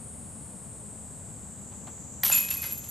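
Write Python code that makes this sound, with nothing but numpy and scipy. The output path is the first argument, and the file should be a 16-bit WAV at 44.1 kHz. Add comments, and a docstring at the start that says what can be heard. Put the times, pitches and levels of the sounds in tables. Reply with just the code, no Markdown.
"""Disc putt in a wooded park

A shoe scuffs litter (noise bursts); a plastic disc knocks on a steel basket (noise, cage modes) and drops in.
Chain links rattle in surges of random ticks through link modes; clinks, clashes and ring chimes stand out.
Cicadas, a pulsed noise band and fuzzy overtones, sink in pitch over low rumble and a faint hiss of leaves."""
import sys
import numpy as np
from scipy import signal
from scipy.fft import rfft, irfft, next_fast_len
from scipy.io import wavfile
from scipy.ndimage import uniform_filter1d, map_coordinates

SR = 44100
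rng = np.random.default_rng(int(sys.argv[2]) if len(sys.argv) > 2 else 0)


def transcribe(u):
    """Save the signal u as a 16-bit wav file named by the first command-line argument.

    u: samples, shape (n,) or (channels, n), limited to [-1, 1]; the rate is SR.
    q: integer samples, one column per channel.
    """
    v = np.clip(np.atleast_2d(u).T, -1, 1)
    q = np.round(v * 32767).astype(np.int16)
    wavfile.write(sys.argv[1], SR, q)


N = 127890
TOP_HZ = 15300  # upper band limit
CONTACT_RISE_S = 0.0015  # onset of a steel ringing

# modes of one chain link: mode_hz, level_db, t60_s
LINK_MODES = [(11530, -1.5, 0.13), (11440, -10.5, 0.051), (12540, -10.5, 0.11), (13760, -13.5, 0.07)]


def amp(db):
    """Decibels to gain."""
    return 10 ** (np.asarray(db) / 20)


def unit(x):
    """Scale to rms 1."""
    return x / np.sqrt(np.mean(x ** 2) + 1e-20)


def along(points, hz):
    """Interpolate (Hz, value) points on a log frequency axis."""
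    point_hz, value = np.transpose(points)
    return np.interp(np.log(hz + 1), np.log(point_hz + 1), value)


def filtered(x, response):
    """Multiply the spectrum of x by a response of frequency."""
    size = next_fast_len(N + 8192)
    return irfft(rfft(x, size) * response(np.fft.rfftfreq(size, 1 / SR)), size)[..., :N]


def noise(spectrum, tilt_db_per_octave=0):
    """Coloured noise of rms 1, tilted about 1 kHz (tilt constant below 400 Hz)."""
    def response(hz):
        tilt_db = tilt_db_per_octave * np.log2(np.maximum(hz, 400) / 1000)
        return amp(along(spectrum, hz) + tilt_db) * hz / (hz + 60)
    return unit(filtered(rng.standard_normal(N), response))


def swell(start_s, level_db, rise_s, t60_s):
    """An envelope that rises straight and dies exponentially."""
    t = np.arange(N) / SR - start_s
    return np.clip(t / rise_s, 0, 1) * amp(level_db - 60 * np.maximum(t - rise_s, 0) / t60_s)


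def ringing(modes, detune, scatter_db=2):
    """Half a second of decaying sine modes, with random detuning, level and phase."""
    t = np.arange(SR // 2) / SR
    total = 0
    for hz, level_db, t60_s in modes:
        decay = amp(level_db + scatter_db * rng.normal() - 60 * t / t60_s)
        total = total + decay * np.sin(2 * np.pi * (hz * (1 + detune * rng.normal()) * t + rng.random()))
    return total


def strike(start_s, modes):
    """One ringing of a steel part, with a short straight onset."""
    rise = np.minimum(np.arange(SR // 2) / SR / CONTACT_RISE_S, 1)
    ring = ringing(modes, 0, scatter_db=0.5) * rise
    return np.pad(ring, (round(start_s * SR), N))[:N]


def placed(x, left_db):
    """Set a mono source between the ears; left_db is left minus right."""
    return x * amp(np.array([[left_db], [-left_db]]) / 2)


def air():
    """Distant rumble and faint leaf hiss: coloured noise, the rumble decorrelated between ears."""
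    # rumble colour: hz, level_db
    rumble_colour = [(15, -50), (28, -15.5), (56, -9.5), (72, -0.5), (142, -3), (225, -5), (350, -17.5),
                     (520, -16), (880, -21), (5500, -47), (9000, -90)]
    # likeness of the two ears: hz, correlation
    ear_likeness = [(30, 0.67), (100, 0.96), (1000, 0.94), (4000, 1)]
    # balance: hz, left_minus_right_db
    balance = [(80, -1), (160, 7.5), (1000, 5), (4000, -2)]
    # leaf hiss colour: hz, level_db
    hiss_colour = [(3000, -7), (12900, -5.5), (13800, -55)]
    rumble_db, hiss_db = -45.5, -62.5

    def mid_side(hz):
        angle = np.arccos(np.clip(along(ear_likeness, hz), -1, 1)) / 2
        return amp(along(rumble_colour, hz)) * [np.cos(angle), np.sin(angle)]

    mid, side = filtered(rng.standard_normal((2, N)), mid_side)
    ears = np.array([mid + side, mid - side])
    rumble = filtered(ears, lambda hz: amp(np.outer([1, -1], along(balance, hz)) / 2))
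    return amp(rumble_db) * unit(rumble) + amp(hiss_db) * noise(hiss_colour)


def cicadas():
    """A noise band pulsed by the tymbals slides in pitch through a fixed random spectral ripple."""
    # song: start_s, centre_hz, level_db
    song_path = [(0, 8560, -45.5), (.45, 8510, -46.5), (1, 8014, -46), (1.5, 7780, -47), (2, 7360, -46.5),
                 (2.9, 7040, -47)]
    # band colour before the slide: hz, level_db
    band = [(5000, -63), (6400, -24.5), (7100, -13), (7700, -4.5), (8150, -2), (8800, -6.5), (9700, -17),
            (11000, -29), (12500, -39)]
    band_centre_hz, ear_correlation = 8000, 0.42
    tymbal_hz, rate_jitter, pulse_depth = 495, 0.092, 0.22
    ripple_db, ripple_step_hz = 2, 44.9
    t = np.arange(N) / SR
    s, centre_hz, level_db = np.transpose(song_path)

    mid, side = filtered(rng.standard_normal((2, N)), lambda hz: amp(along(band, hz)))
    side = side * np.sqrt((1 - ear_correlation) / (1 + ear_correlation))
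    shift_hz = np.interp(t, s, centre_hz) - band_centre_hz
    slide = np.exp(2j * np.pi * np.cumsum(shift_hz) / SR)
    rate_hz = tymbal_hz * (1 + rate_jitter * unit(uniform_filter1d(rng.standard_normal(N), size=400)))
    pulsing = 1 + pulse_depth * np.sin(2 * np.pi * np.cumsum(rate_hz) / SR)
    song = (signal.hilbert(np.array([mid + side, mid - side])) * slide).real * pulsing

    ripple = rng.uniform(-0.73, 1, size=1200)
    steps = np.arange(len(ripple))
    song = filtered(song, lambda hz: amp(ripple_db * np.interp(hz / ripple_step_hz, steps, ripple)))
    return unit(song) * amp(np.interp(t, s, level_db))


def cicada_lines():
    """As the song winds down, regular tymbal pulsing gives fuzzy lines at multiples of its rate."""
    # regular pulsing: start_s, rate_hz, level_db
    pulse_path = [(1.4, 613, -52), (2, 593.2, -50), (2.9, 573.6, -47)]
    # lines: multiple_of_rate, level_db
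    overtones = [(10, -19), (11, -7), (12, 3.5), (13, 1)]
    rate_jitter = 0.00739
    s, path_hz, level_db = np.transpose(pulse_path)
    t = np.arange(N) / SR
    jitter = rate_jitter * unit(uniform_filter1d(rng.standard_normal(N), size=120))
    phase = 2 * np.pi * np.cumsum(np.interp(t, s, path_hz) * (1 + jitter)) / SR
    # each ear gets its own phase offsets
    tone = sum(amp(db) * np.sin(round(k) * phase + rng.normal(0, 0.99, (2, 1))) for k, db in overtones)
    return unit(tone) * amp(np.interp(t, s, level_db))


def shoe():
    """The thrower shifts weight on dry leaves: swells of litter-coloured noise."""
    # scuffs: start_s, level_db, rise_s, t60_s
    scuffs = [(1.71, -51, 0.016, 0.13), (1.868, -44, 0.0033, 0.15), (1.977, -51, 0.0022, 0.03)]
    # leaf litter colour: hz, level_db
    litter = [(250, -4), (750, 7.5), (2100, -6.5), (4000, -11.5), (9000, -38)]
    return noise(litter) * sum(swell(*row) for row in scuffs)


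def disc():
    """Dead plastic knocks on chains, pole and tray: noise bursts, each with a short modal cage clank."""
    # knocks: start_s, level_db, t60_s, tilt_db_per_octave
    knocks = [(2.2328, -23.5, 0.041, 2.5), (2.2375, -26, 0.017, -1), (2.251, -35, 0.039, -6),
              (2.2988, -31.5, 0.057, -7), (2.627, -42, 0.2, -1.5)]
    # plastic colour: hz, level_db
    plastic_colour = [(300, -22), (650, 0), (900, 6.5), (2200, 5.5), (4200, 3), (8000, -6)]
    # cage modes: mode_hz, level_db, t60_s
    cage_modes = [(842, -5, 0.035), (1120, -7, 0.033), (1910, -1.5, 0.049), (3420, -8, 0.044)]
    cage_db, rise_s = -7, 0.00072
    lowest_hz = cage_modes[0][0]
    thuds, clanks = 0, 0
    for s, db, t60_s, tilt in knocks:
        thuds = thuds + noise(plastic_colour, tilt) * swell(s, db, rise_s, t60_s)
        modes = [(hz, db + level + tilt * np.log2(hz / lowest_hz), life_s) for hz, level, life_s in cage_modes]
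        clanks = clanks + strike(s, modes)
    return thuds + amp(cage_db) * clanks


def clinks():
    """Hard link-on-link contacts: a bright noise crack, and link modes scaled to each pitch and decay."""
    # clinks: start_s, level_db, pitch_hz, t60_s
    contacts = [(2.2345, -17, 12080, 0.078), (2.2483, -16, 11950, 0.076), (2.263, -20, 11550, 0.22),
                (2.308, -23.5, 11570, 0.11), (2.344, -19.5, 11460, 0.2), (2.381, -18, 11580, .14),
                (2.405, -24.5, 11370, 0.32), (2.503, -19, 11570, .13), (2.539, -21.5, 11480, 0.076),
                (2.569, -27, 11730, 0.16), (2.618, -22, 11600, 0.094), (2.723, -20.5, 11650, 0.07),
                (2.776, -29, 11680, 0.14), (2.888, -29, 11480, 0.093)]
    # crack colour: hz, level_db
    crack_colour = [(3000, -19.5), (10000, -11.5), (11700, 4), (14500, -26)]
    crack_db, crack_t60_s = -9, 0.029
    main_hz, _, main_t60_s = LINK_MODES[0]
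    cracks, rung = 0, 0
    for s, db, pitch_hz, t60_s in contacts:
        cracks = cracks + swell(s, db + crack_db, CONTACT_RISE_S, crack_t60_s)
        modes = [(hz * pitch_hz / main_hz, db + level, life_s * t60_s / main_t60_s)
                 for hz, level, life_s in LINK_MODES]
        rung = rung + strike(s, modes)
    return noise(crack_colour) * cracks + rung


def chains(strands=8, wires_per_strand=14):
    """Swinging strands tick at random in surges, exciting link modes and many weak overtones."""
    # surges: start_s, level_db, rise_s, t60_s
    surges = [(2.240, -29, 0.012, 0.5), (2.311, -33, 0.008, 0.59), (2.502, -41.5, 0.006, 0.69),
              (2.627, -42.5, 0.006, 0.61), (2.83, -53, 0.0076, 0.36)]
    # rattle colour: hz, level_db
    rattle_colour = [(400, -17), (800, -5.5), (3000, -2), (8000, -2), (10200, 3.5), (12200, -17),
                     (14000, 3.5), (15000, -34)]
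    contacts_per_s, contact_scatter_db = 2200, 3.5  # rate for all strands together
    tick_db, wire_db, link_db = 2, 0.8, 4
    wire_t60_s, link_detune = 0.065, 0.00353
    shape = (strands, N)

    motion = sum(swell(*row) for row in surges)
    ticks = (rng.random(shape) < contacts_per_s / strands / SR) * rng.choice([-1, 1], shape)
    ticks = ticks * amp(contact_scatter_db * np.clip(rng.standard_normal(shape), -2, 2))
    ticks = unit(ticks) * motion / np.sqrt(strands)

    def through(x, ring):
        return signal.fftconvolve(x, ring / np.linalg.norm(ring))[:N]

    links = sum(through(x, ringing(LINK_MODES, link_detune)) for x in ticks)
    # overtones of chains and cage wires, one random pitch per equal slot up to TOP_HZ
    count = strands * wires_per_strand
    wire_hz = (np.arange(count) + rng.random(count)) * TOP_HZ / count
    wires = 0
    for k, x in enumerate(ticks):
        wires = wires + through(x, ringing([(hz, 0, wire_t60_s) for hz in wire_hz[k::strands]], 0))
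    rattle = amp(tick_db) * ticks.sum(0) + amp(wire_db) * wires
    rattle = filtered(rattle, lambda hz: amp(along(rattle_colour, hz)) * hz / (hz + 100))
    return rattle + amp(link_db) * links


def clashes():
    """Whole strands hit each other and the pole: short, grainy volleys of filtered random ticks."""
    # clashes: start_s, level_db
    volleys = [(2.251, -28.5), (2.322, -31), (2.375, -28.5), (2.486, -35.5), (2.51, -32.5), (2.627, -36.5),
               (2.639, -35.5), (2.704, -41)]
    # clash colour: hz, level_db
    clash_colour = [(600, -17.5), (2000, -2), (6000, -1), (15000, -6.5)]
    rise_s, t60_s, ticks_per_s = 0.00064, 0.053, 2000
    ticks = (rng.random(N) < ticks_per_s / SR) * rng.choice([-1, 1], N)
    grain = unit(filtered(ticks, lambda hz: amp(along(clash_colour, hz))))
    return grain * sum(swell(s, db, rise_s, t60_s) for s, db in volleys)


def rings():
    """Gathering rings: each blow chokes the ring it meets and starts a new two-mode, wavering chime."""
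    # blows: start_s, ring_name, level_db, upper_minus_lower_db, lower_t60_s
    blows = [(2.316, "middle", -27, -12, .4), (2.323, "middle", -28, 7.5, 0.32),
             (2.323, "small", -31, 10, 0.3), (2.328, "large", -30.5, 3.5, 0.58),
             (2.427, "large", -36, -2.5, 0.6), (2.478, "large", -45, 4, 0.66),
             (2.505, "small", -33, 2, .13), (2.513, "middle", -49, 13.5, 0.3),
             (2.563, "large", -44, -11, 1.7), (2.623, "large", -41.5, -12, 0.57)]
    # bending modes by ring name: lower_hz, upper_hz
    ring_modes = {"large": (2533, 7098), "middle": (2582, 7153), "small": (2636, 7210)}
    upper_life_ratio, choke_s = 0.83, 0.0027  # choke_s: time constant
    flutter_db, flutter_points_per_s = 1.5, 50
    t = np.arange(N) / SR
    chime = dict.fromkeys(ring_modes, 0)
    for s, name, db, upper_db, t60_s in blows:
        low_hz, high_hz = ring_modes[name]
        choke = np.exp(-np.maximum(t - s, 0) / choke_s)
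        new = strike(s, [(low_hz, db, t60_s), (high_hz, db + upper_db, upper_life_ratio * t60_s)])
        chime[name] = chime[name] * choke + new

    def flutter():
        return map_coordinates(rng.standard_normal(1000), [t * flutter_points_per_s], mode="wrap")

    return sum(x * amp(flutter_db * flutter()) for x in chime.values())


def tray():
    """The disc drops into the tray, whose modes ring."""
    # tray modes: mode_hz, level_db, t60_s
    tray_modes = [(1556, -50.5, 0.34), (2080, -39.5, 0.17)]
    return strike(2.633, tray_modes)


def trees(x):
    """A thin scatter from the trunks: coloured x through decaying noise, separate for each ear."""
    # scatter colour: hz, level_db
    wood_colour = [(500, 13), (1500, -19), (12000, 5.5)]
    t60_s, rise_s, scatter_db = 0.15, 0.0049, -21
    coloured = filtered(x, lambda hz: amp(along(wood_colour, hz)))
    t = np.arange(SR // 2) / SR
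    tail = rng.standard_normal((2, len(t))) * amp(-60 * t / t60_s) * np.minimum(t / rise_s, 1)
    tail = tail / np.linalg.norm(tail[0])
    return amp(scatter_db) * signal.fftconvolve(coloured[None], tail, axes=1)[:, :N]


def scene():
    """Sum the basket near the centre, disc and shoe to the left, and the wood all round."""
    insects = placed(cicadas() + cicada_lines(), left_db=1.5)
    plastic = disc()
    steel = clinks() + chains() + clashes() + rings() + tray()
    basket = placed(steel, left_db=-0.1) + placed(plastic, left_db=2)
    return air() + insects + placed(shoe(), left_db=3.2) + basket + trees(steel + plastic)


def record(dry):
    """Fade the spectrum to nothing over the 400 Hz below the band limit."""
    return filtered(dry, lambda hz: np.clip((TOP_HZ - hz) / 400, 0, 1))


dry = scene()
out = record(dry)
transcribe(out)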